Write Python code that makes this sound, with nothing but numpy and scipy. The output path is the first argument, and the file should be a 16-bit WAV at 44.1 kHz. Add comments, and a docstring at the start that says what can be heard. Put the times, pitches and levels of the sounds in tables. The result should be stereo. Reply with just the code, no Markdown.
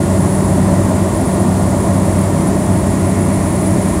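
"""A three-blade propeller drones, heard inside a small turboprop plane in steady flight.
The drone is a stack of tones, each a whole multiple of the shaft's turning speed. Under it,
the propeller's wind and the exhaust rumble through the walls, and the cabin panels roar.
Air hisses and rushes along the window, the engine's compressor gives a thin, fluttering
whine, and the gears sing faintly."""
import sys
import numpy as np
from scipy import signal
from scipy.fft import rfft, irfft
from scipy.io import wavfile
from scipy.ndimage import uniform_filter1d

SR = 44100
rng = np.random.default_rng(int(sys.argv[2]) if len(sys.argv) > 2 else 0)


def transcribe(signal):
    """Save signal, clipped to [-1, 1], as a 16-bit WAV file at the path in sys.argv[1]."""
    frames = np.atleast_2d(signal).T
    limited = np.clip(frames, -1, 1)
    pcm = np.round(limited * 32767).astype(np.int16)
    wavfile.write(sys.argv[1], SR, pcm)


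N = 176400  # samples: 4 seconds


# The tones of the drone. Columns: shaft_multiple, level_db, left_minus_right_db
DRONE_TONES = [(2, -36.5, 1), (3, -21, 0), (4, -35.5, -3), (5, -26.5, -1), (6, -18.5, 0.8), (8, -36, 0),
               (9, -41, 6), (10, -39.5, 8), (12, -39.5, 4), (13, -37.5, 2), (14, -47, 8), (15, -60, 0),
               (18, -39, 6), (19, -44, 3), (20, -43, 3), (21, -41.5, 3)]

def propeller(shaft_hz=31.752, speed_drift=0.00065, waver_turns=0.0065, swell_db=1.23):
    """The blades beat the air, making tones that all follow one nearly steady shaft speed."""
    turns = np.cumsum(shaft_hz * (1 + speed_drift * wobble(rate_hz=3.1))) / SR
    # Uneven air shifts the blade pulses, so the high tones waver most.
    turns += waver_turns * wobble(rate_hz=7)
    drone = 0
    for multiple, level_db, left_minus_right_db in DRONE_TONES:
        wave = np.sqrt(2) * np.sin(2 * np.pi * (multiple * turns + rng.random()))
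        gain = db_to_gain(level_db + swell_db * wobble(rate_hz=6.85))
        drone = drone + wave * gain * left_right_gains(left_minus_right_db)
    return drone


# How strong the rumble is from low to high. Columns: pitch_hz, level_db_per_hz
RUMBLE_SPECTRUM = [(12, -82), (27, -70), (38, -59), (49, -47), (80, -41), (103, -38), (135, -41),
                   (158, -38), (205, -40), (270, -41), (335, -40), (420, -48), (470, -57.5), (760, -65.5),
                   (1250, -63), (1580, -63), (1880, -61), (2400, -70.5), (2900, -81.5), (5000, -100)]
# Its slight rise and fall. Columns: time_s, change_db
RUMBLE_CHANGES = [(0, -0.5), (.6, 0.36), (1.6, -0.7), (2.6, -0.2), (3.3, -1), (4, -0.5)]

def wall_rumble(buffet_db=0.02):
    """The propeller's wind and the exhaust come through the cabin walls as a deep noise."""
    buffeting = db_to_gain(buffet_db * wobble(rate_hz=18))
    return cabin_noise(RUMBLE_SPECTRUM) * buffeting * gain_over_time(RUMBLE_CHANGES)


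# How strong the roar is from low to high. Columns: pitch_hz, level_db_per_hz
ROAR_SPECTRUM = [(300, -100), (470, -58.5), (570, -45), (650, -44), (760, -49), (1050, -52.5), (1250, -61),
                 (1580, -70.5), (2400, -110)]
# It eases a little after three seconds. Columns: time_s, change_db
ROAR_CHANGES = [(0, 0), (.6, .6), (1.6, 0.5), (2.5, 0.3), (3.2, -0.8), (4, 0)]

def panel_roar():
    """The cabin panels give off a noise of middle pitch."""
    return cabin_noise(ROAR_SPECTRUM) * gain_over_time(ROAR_CHANGES)


# How strong the hiss is from low to high. Columns: pitch_hz, level_db_per_hz
HISS_SPECTRUM = [(1500, -87), (2900, -73), (4300, -72.5), (5500, -73.5), (6500, -70.5), (7350, -65.5),
                 (7800, -70.5), (8100, -65), (8600, -65), (9300, -70), (10500, -75.5), (12000, -79),
                 (13800, -79.3), (15600, -89)]
# Its slight fall and rise. Columns: time_s, change_db
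HISS_CHANGES = [(0, 0.3), (2.5, -0.16), (3.3, -0.5), (4, 0.5)]

def air_hiss():
    """Moving air makes a smooth, high noise."""
    return cabin_noise(HISS_SPECTRUM) * gain_over_time(HISS_CHANGES)


# The nearly steady pitch of the compressor blades. Columns: time_s, pitch_hz
WHINE_NOTE = [(0, 9781), (1.3, 9782), (1.6, 9785), (2.7, 9785), (3.0, 9782), (4, 9782)]
# The pure tone fades midway and returns stronger. Columns: time_s, change_db
WHINE_CHANGES = [(0, 1), (.33, 4), (.55, 1), (1.0, 1), (1.3, -.5), (1.7, -6), (2.2, -.5), (2.6, -4),
                 (3.05, -2), (3.45, 5), (3.75, 4), (4, 3)]
# Bands of noise around that tone. Columns: width_hz, level_db
WHINE_BANDS = [(90, -35.5), (380, -36.5)]
# The slight rise and fall of those bands. Columns: time_s, change_db
BAND_CHANGES = [(0, -1.5), (1.1, -0.5), (1.8, 0), (3.1, -.8), (3.5, 1.2), (4, 1)]

def compressor_whine(tone_db=-38, flutter_db=1.05):
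    """The compressor blades make a thin, fluttering tone; swirling air smears it into noise."""
    pitch_hz = over_time(WHINE_NOTE)
    whine = wandering_tone(pitch_hz, width_hz=0.25) * db_to_gain(tone_db) * gain_over_time(WHINE_CHANGES)
    offset_hz = spectrum_pitches() - pitch_hz.mean()
    for width_hz, level_db in WHINE_BANDS:
        noise_spectrum = rfft(rng.standard_normal((2, N)))
        band = irfft(noise_spectrum / (1 + 2j * offset_hz / width_hz), N)  # keep what is near the tone
        whine += band / band.std() * db_to_gain(level_db) * gain_over_time(BAND_CHANGES)
    return whine * db_to_gain(flutter_db * wobble(rate_hz=45.1))


# The tones of the gears and the parts they drive. Columns: pitch_hz, width_hz
GEAR_NOTES = [(578, 5), (916, 14), (1424, 12), (1692, 3), (1834, 3), (2698, 2), (3550, 3), (4733, 3),
              (4892, 3), (5503, 3), (6725, 3), (7337, 3), (7948, 3), (8559, 3), (9878, 5)]
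# How loud each of those tones is. Columns: left_db, right_db
GEAR_LEVELS = [(-35, -48), (-36, -48), (-44, -41), (-48, -57), (-48, -59), (-53.5, -50), (-59, -71),
               (-71, -62), (-61, -60), (-52, -62), (-52, -52), (-55, -60), (-54, -60), (-54, -54),
               (-55, -55)]

def gears():
    """The gearbox and the parts it drives sing faint, steady tones."""
    return sum(wandering_tone(pitch_hz, width_hz) * db_to_gain(levels_db)[:, None]
               for (pitch_hz, width_hz), levels_db in zip(GEAR_NOTES, GEAR_LEVELS))


# How strong the rush is from low to high. Columns: pitch_hz, level_db_per_hz
RUSH_SPECTRUM = [(1200, -100), (1900, -67), (2200, -67), (2500, -72.5), (3200, -100), (6000, -120)]
# It dips early, then grows in two surges. Columns: time_s, change_db
RUSH_CHANGES = [(0, -7), (1.2, -17), (2.2, -1), (2.8, -7), (3.15, 2.5), (3.55, 1), (4, -1)]

def window_rush():
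    """Air sliding along the window makes a soft rush."""
    return cabin_noise(RUSH_SPECTRUM) * gain_over_time(RUSH_CHANGES)


# How alike the cabin's echoes leave the two sides (1 same, -1 opposite). Columns: pitch_hz, likeness
SIDE_LIKENESS = [(60, .99), (200, 0.97), (300, 0.82), (430, 0.6), (600, 0.4), (790, -0.51), (1050, 0.43),
                 (1300, -0.12), (1480, -0.45), (1900, 0.072), (2300, 0.17), (3000, -0.024)]
# Which side is louder. Columns: pitch_hz, left_minus_right_db
SIDE_BALANCE = [(110, 0.5), (200, .4), (350, 2), (650, 2), (1100, .3), (1650, 2.5), (2000, 0), (3200, 3.5),
                (4300, -1.3), (6000, 1.5), (8000, 2), (9000, 0.5), (15000, 0)]

def cabin_noise(spectrum):
    """Noise of swirling air, shaped by the cabin: alike in both ears when low, different when high."""
    shared, opposite = rfft(rng.standard_normal((2, N)))
    likeness = np.clip(over_pitch(SIDE_LIKENESS), -0.999, 0.999)
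    pair = shared * np.sqrt(1 + likeness) + opposite * np.sqrt(1 - likeness) * np.array([[1], [-1]])
    shaped = pair * db_to_gain(over_pitch(spectrum)) * left_right_gains(over_pitch(SIDE_BALANCE))
    return irfft(shaped, N) * np.sqrt(SR) / 2


def wandering_tone(pitch_hz, width_hz):
    """A tone whose timing wanders on its way to each ear; more width makes it less pure."""
    wander = np.cumsum(rng.standard_normal((2, N)), axis=1) * np.sqrt(2 * np.pi * width_hz / SR)
    start_turns = rng.random() + np.array([[0], [1 / 4]])  # the sides start a quarter cycle apart
    turns = start_turns + np.cumsum(pitch_hz * np.ones(N)) / SR
    return np.sqrt(2) * np.sin(2 * np.pi * turns + uniform_filter1d(wander, size=200, axis=1))


def wobble(rate_hz):
    """A smooth random curve, typically about 1 away from zero, with rate_hz new values a second."""
    hold_samples = int(SR / rate_hz)
    steps = rng.standard_normal(2000)[np.arange(N) // hold_samples]
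    return 1.23 * uniform_filter1d(uniform_filter1d(steps, hold_samples), hold_samples)


def db_to_gain(db):
    """Turn decibels into a number to multiply the sound by."""
    return 10 ** (np.asarray(db) / 20)


def left_right_gains(left_minus_right_db):
    """Turn one side up and the other down by half the difference each."""
    return db_to_gain(np.array([left_minus_right_db, -left_minus_right_db]).reshape(2, -1) / 2)


def over_time(points):
    """Join (time_s, value) points with straight lines."""
    return np.interp(np.arange(N) / SR, *np.array(points).T)


def gain_over_time(points):
    """Turn (time_s, change_db) points into a gain for every sample."""
    return db_to_gain(over_time(points))


def spectrum_pitches():
    """The pitch in Hz of each slot in a spectrum, never below 1."""
    return np.maximum(np.arange(N // 2 + 1) * SR / N, 1)


def over_pitch(points):
    """Join (pitch_hz, value) points, giving every octave the same room."""
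    pitch_hz, values = np.array(points, float).T
    return np.interp(np.log(spectrum_pitches()), np.log(pitch_hz), values)


def scene():
    """All the sources together, as heard from a window seat."""
    return propeller() + wall_rumble() + panel_roar() + air_hiss() + window_rush() \
        + gears() + compressor_whine()


def record(dry, ceiling=0.95, fade_s=0.004, top_hz=15700):
    """Round off the rare highest peaks, fade both ends and cut the very highest pitches."""
    rounded = dry / (1 + (dry / ceiling) ** 12) ** (1 / 12)
    fades = signal.windows.tukey(N, 2 * fade_s * SR / N)
    low_pass = signal.ellip(12, 0.05, 60, top_hz, fs=SR, output="sos")
    return signal.sosfiltfilt(low_pass, rounded * fades)


dry = scene()
out = record(dry)
transcribe(out)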